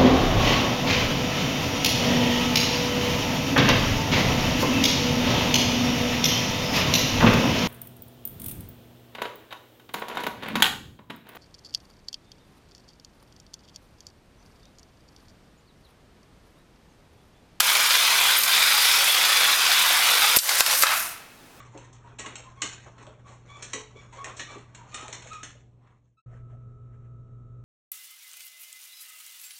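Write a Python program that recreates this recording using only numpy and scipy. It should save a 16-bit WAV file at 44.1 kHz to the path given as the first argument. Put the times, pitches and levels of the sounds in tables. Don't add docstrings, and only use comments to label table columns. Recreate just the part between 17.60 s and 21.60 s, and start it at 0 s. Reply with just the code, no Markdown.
import sys
import numpy as np
from scipy import signal
from scipy.fft import rfft, irfft, next_fast_len
from scipy.io import wavfile
from scipy.ndimage import uniform_filter1d, map_coordinates

SR = 44100
rng = np.random.default_rng(int(sys.argv[2]) if len(sys.argv) > 2 else 0)


def unload_audio(sound):
    columns = np.transpose(np.atleast_2d(sound))
    steps = np.round(np.clip(columns, -1, 1) * 32767)
    wavfile.write(sys.argv[1], SR, steps.astype(np.int16))


N = 176400

DERAIL_S, LAND_S = 2.768, 3.235
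TEETH_PER_S = 2900
# t/s, whirr level/dB, fizz level/dB
RUN_DOWN = [(2.78, -38, -30), (2.85, -25, -16.5), (2.91, -23.5, -23), (2.99, -29, -24), (3.13, -28, -26),
            (3.2, -38.5, -23), (3.25, -22.5, -27.5), (3.32, -24.5, -31), (3.39, -33, -26.5),
            (3.51, -43, -39.5), (3.6, -49.5, -56), (3.8, -64, -88)]
# t/s, clank level/dB, clash level/dB, tick level/dB, thud level/dB
CAR_KNOCKS = [(.004, -7, -8.5, -9.5, -42), (0.835, -30, -17, -18, -50), (2.7633, -15, -10.5, -10.5, -30),
              (2.7698, 0, 2, 9.5, -1.5), (2.7869, -13, 6, -8, -23), (2.891, -5.5, -10, -11, -45),
              (3.0066, -3.5, -5.5, -9.5, -11), (3.063, -14, -16, -17, -50),
              (3.2232, -29, -14.5, -13.5, -55), (3.2352, -8.5, -10.5, -13, -42),
              (3.2675, -11.5, -22, -28, -50)]
# f/Hz, width/Hz, level/dB
BODY_MODES = [(1330, 92, 2.5), (2573, 82, 4)]


def amp(db):
    return 10 ** (np.asarray(db) / 20)


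def unit(x):
    return x / np.sqrt(np.mean(x ** 2) + 1e-20)


def clock():
    return np.arange(N) / SR


def curves(rows):
    times, *columns = np.transpose(rows)
    return [np.interp(clock(), times, column) for column in columns]


def after(start_s, fade=0.021):
    return np.clip((clock() - start_s) / fade, 0, 1)


def wobble(rate):
    return map_coordinates(rng.standard_normal(2000), [clock() * rate], mode="wrap")


def grid():
    return np.fft.rfftfreq(2 * next_fast_len(N // 2 + 8192), 1 / SR)


def filtered(x, response):
    size = 2 * (len(response) - 1)
    return irfft(rfft(x, size) * response / np.sqrt(np.mean(abs(response) ** 2)))[:N]


def colour(points):
    hz, db = np.transpose(points)
    gain = amp(np.interp(np.log(grid() + 1), np.log(hz + 1), db))
    cepstrum = irfft(np.log(gain + 1e-6))
    causal = np.r_[cepstrum[0], 2 * cepstrum[1:len(cepstrum) // 2]]
    return np.exp(rfft(causal, len(cepstrum)))


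def ringing(modes):
    f = grid()
    return sum((-1) ** k * amp(db) * 1j * f * width / (hz * hz - f * f + 1j * f * width)
               for k, (hz, width, db) in enumerate(modes))


def ticks(per_s, scatter_db, t60):
    hits = (rng.random(N) < per_s / SR) * amp(scatter_db * np.clip(rng.standard_normal(N), -2, 2))
    power = signal.lfilter([1], [1, -amp(-120 / (t60 * SR))], hits ** 2)
    return unit(np.sqrt(power) * rng.standard_normal(N))


def bursts(times, levels_db, t60):
    out, t = np.zeros(N + SR), np.arange(SR // 4) / SR
    decay = np.exp(-np.log(1000) * t / t60)
    for start_s, db in zip(times, levels_db):
        out[round(start_s * SR):][:len(t)] += amp(db) * decay * rng.standard_normal(len(t))
    return out[:N]


def shifting(x, depth_db):
    spectrum = signal.stft(x, nperseg=1024)[2]
    patches = uniform_filter1d(rng.standard_normal(spectrum.shape), size=4, axis=0)
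    patches = uniform_filter1d(patches, size=7, axis=1)
    return unit(signal.istft(spectrum * amp(depth_db * unit(patches)))[1][:N])


def wheels():
    # t/s, level/dB
    laps = [(0, -19.5), (.15, -21.5), (.33, -20.5), (.7, -21), (1.05, -19.5), (1.35, -21.5), (1.7, -20),
            (2.0, -21.5), (2.7, -19.5)]
    # t/s, level/dB
    joints = [(.152, -16), (.2, -19.5), (.306, -16), (.352, -15.5), (.977, -18.5), (1.254, -17),
              (1.313, -19), (1.856, -27), (2.064, -18.5), (2.116, -17.5)]
    # f/Hz, level/dB
    rattle_eq = [(59, -46), (100, -44.5), (381, -21.5), (493, -13.5), (592, -13), (989, -4), (1480, -1),
                 (1750, -4.5), (2430, 0.5), (2760, -3.5), (3510, -0.5), (4450, -4.5), (8000, -13.5),
                 (10400, -20.5), (17600, -120)]
    # f/Hz, width/Hz, level/dB
    rail_modes = [(1430, 140, -13), (2450, 160, 12), (3460, 250, 18.5), (5040, 260, 18)]
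    crossing = after(0.757) * (1 - after(0.86, fade=0.07))
    level_db = curves(laps)[0] - 5 * crossing + 0.37 * wobble(55)
    chatter = shifting(ticks(per_s=2200, scatter_db=2.0, t60=0.027), depth_db=1.9)
    bumps = bursts(*np.transpose(joints), t60=0.061)
    drive = chatter * amp(level_db) * (1 - after(DERAIL_S)) + bumps
    rail_ring = filtered(np.roll(drive, SR // 300), ringing(rail_modes))
    return filtered(drive, colour(rattle_eq)) + amp(-12) * rail_ring


def gears():
    # f/Hz, level/dB
    fizz_eq = [(2000, -21), (4000, -7), (6500, -3.5), (7700, -6.5), (9500, 0), (11500, -2.5), (13000, 0),
               (14500, -4.5), (17000, -17.5)]
    far_s, lap_s, axle_hz = 1.9, 1.26, 28.1
    far_side = np.cos(2 * np.pi * (clock() - far_s) / lap_s)
    on_track_db = -27 - 0.9 * far_side + 0.53 * wobble(11.3)
    level_db = np.where(clock() < DERAIL_S, on_track_db, curves(RUN_DOWN)[1])
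    turn = np.sin(2 * np.pi * np.cumsum(axle_hz * (1 + 0.088 * wobble(3.99))) / SR)
    teeth = ticks(TEETH_PER_S, scatter_db=-2, t60=0.007) * amp(1.5 * turn)
    return filtered(shifting(teeth, depth_db=1.9) * amp(level_db), colour(fizz_eq))


def room_tone():
    # f/Hz, level/dB
    bed_eq = [(12, -26), (20, -13), (280, -9.5), (17000, -30.5)]
    return amp(-51) * filtered(rng.standard_normal(N), colour(bed_eq))


def room(x, t60=0.4):
    t, out = np.arange(SR // 3) / SR, np.zeros(N + SR)
    block = SR // 5
    for start in range(0, N, block):
        tail = rng.standard_normal(len(t)) * np.exp(-np.log(1000) * t / t60)
        wet = signal.fftconvolve(x[start:start + block], tail / np.linalg.norm(tail))
        out[start:start + len(wet)] += wet
    return out[:N]


def knocks(t60=0.037):
    # f/Hz, level/dB
    clank_eq = [(200, -42), (600, -10.5), (1400, -4), (2300, -4.5), (5000, -7), (12000, -66)]
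    # f/Hz, level/dB
    clash_eq = [(800, -28), (4700, 5), (6200, 3.5), (7100, 4), (8500, 4), (16000, -30)]
    # f/Hz, level/dB
    tick_eq = [(3000, -47), (9200, 6.5), (10500, 7), (12500, 13.5), (14500, -0.5), (17000, -19)]
    # f/Hz, width/Hz, level/dB
    points_modes = [(1395, 20, -3), (4630, 21, 0), (7100, 55, -2)]
    times, *layers_db, _ = np.transpose(CAR_KNOCKS)
    crash = sum(filtered(bursts(times, db, t60), colour(eq))
                for db, eq in zip(layers_db, (clank_eq, clash_eq, tick_eq)))
    before_landing = crash * (1 - after(LAND_S))
    points = filtered(np.roll(before_landing, SR // 1000), ringing(points_modes))
    panel_mode = (1230, 300, 0)  # f/Hz, width/Hz, level/dB
    landing = bursts([LAND_S], levels_db=[-4], t60=t60)
    panel = filtered(landing, ringing(BODY_MODES + [panel_mode]))
    return crash + amp(-13.5) * points + panel


def rug_thuds():
    # f/Hz, level/dB
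    thud_eq = [(200, -13), (600, -4), (2000, -24)]
    times, *_, thud_db = np.transpose(CAR_KNOCKS)
    return filtered(bursts(times, thud_db, t60=0.0069), colour(thud_eq))


def singing_rails(sigma_s=0.082, q=22):
    # t/s, f/Hz, level/dB
    swells = [(.42, 3530, -28), (.68, 3290, -28.5), (1.05, 3820, -33), (1.17, 4700, -31),
              (1.34, 5400, -29.5), (1.53, 3360, -28.5), (1.79, 3470, -27.5), (2.18, 3600, -27.5)]
    out = np.zeros(N)
    for peak_s, hz, db in swells:
        swell = amp(db) * np.exp(-0.5 * ((clock() - peak_s) / sigma_s) ** 2)
        out += swell * filtered(rng.standard_normal(N), ringing([(hz, hz / q, 0)]))
    return out


def wheel_squeak(roughness=0.02):
    # t/s, f/Hz, level/dB
    glide = [(.762, 9450, -19), (.773, 9100, -13), (.779, 11200, -27), (.789, 13500, -13.5),
             (.797, 13800, -31), (.825, 13900, -34)]
    hz, db = curves(glide)
    phase = 2 * np.pi * np.cumsum(hz * (1 + roughness * wobble(1500))) / SR
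    gate = after(glide[0][0]) * (1 - after(glide[-1][0]))
    return amp(db) * np.sin(phase) * gate


def loose_motor():
    # f/Hz, level/dB
    tumble_eq = [(200, -38), (450, -23), (530, -10), (650, -12.5), (1600, -6), (3200, -9.5), (5000, -8),
                 (9000, -16.5), (14000, -38)]
    # f/Hz, level/dB
    side_eq = [(300, -35), (520, -21), (620, 1.5), (1500, 5.5), (2650, 2), (4500, -3.5), (9000, -11.5),
               (14000, -27)]
    effort = amp(curves(RUN_DOWN)[0]) * after(DERAIL_S)
    shake = lambda: effort * ticks(TEETH_PER_S, scatter_db=1, t60=0.017)
    lying = after(LAND_S)
    tumbling = amp(7) * filtered(shake() * (1 - lying), colour(tumble_eq))
    whirr = amp(1.5) * filtered(shake() * lying, colour(side_eq))
    body_ring = amp(-4) * filtered(shake() * lying, ringing(BODY_MODES))
    return tumbling + whirr + body_ring


def scene():
    toy = wheels() + singing_rails() + gears() + loose_motor() + knocks() + wheel_squeak()
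    bed = room_tone()
    return (toy + amp(-9.5) * room(toy) + rug_thuds() + bed)[None]


def record(dry):
    threshold_db, detect_s, recover_db_per_s, top_hz = -12, 0.0013, 90, 17500
    pole = np.exp(-1 / (detect_s * SR))
    power = signal.lfilter([1 - pole], [1, -pole], dry[0] ** 2)
    over_db = np.maximum(10 * np.log10(power + 1e-12) - threshold_db, 0)
    recovery = recover_db_per_s * clock()
    duck_db = np.maximum.accumulate(over_db + recovery) - recovery
    clipped = np.clip(dry * amp(-duck_db), -1, 1)
    return irfft(rfft(clipped) * (np.fft.rfftfreq(N, 1 / SR) < top_hz), N)


dry = scene()
out = record(dry)
unload_audio(out)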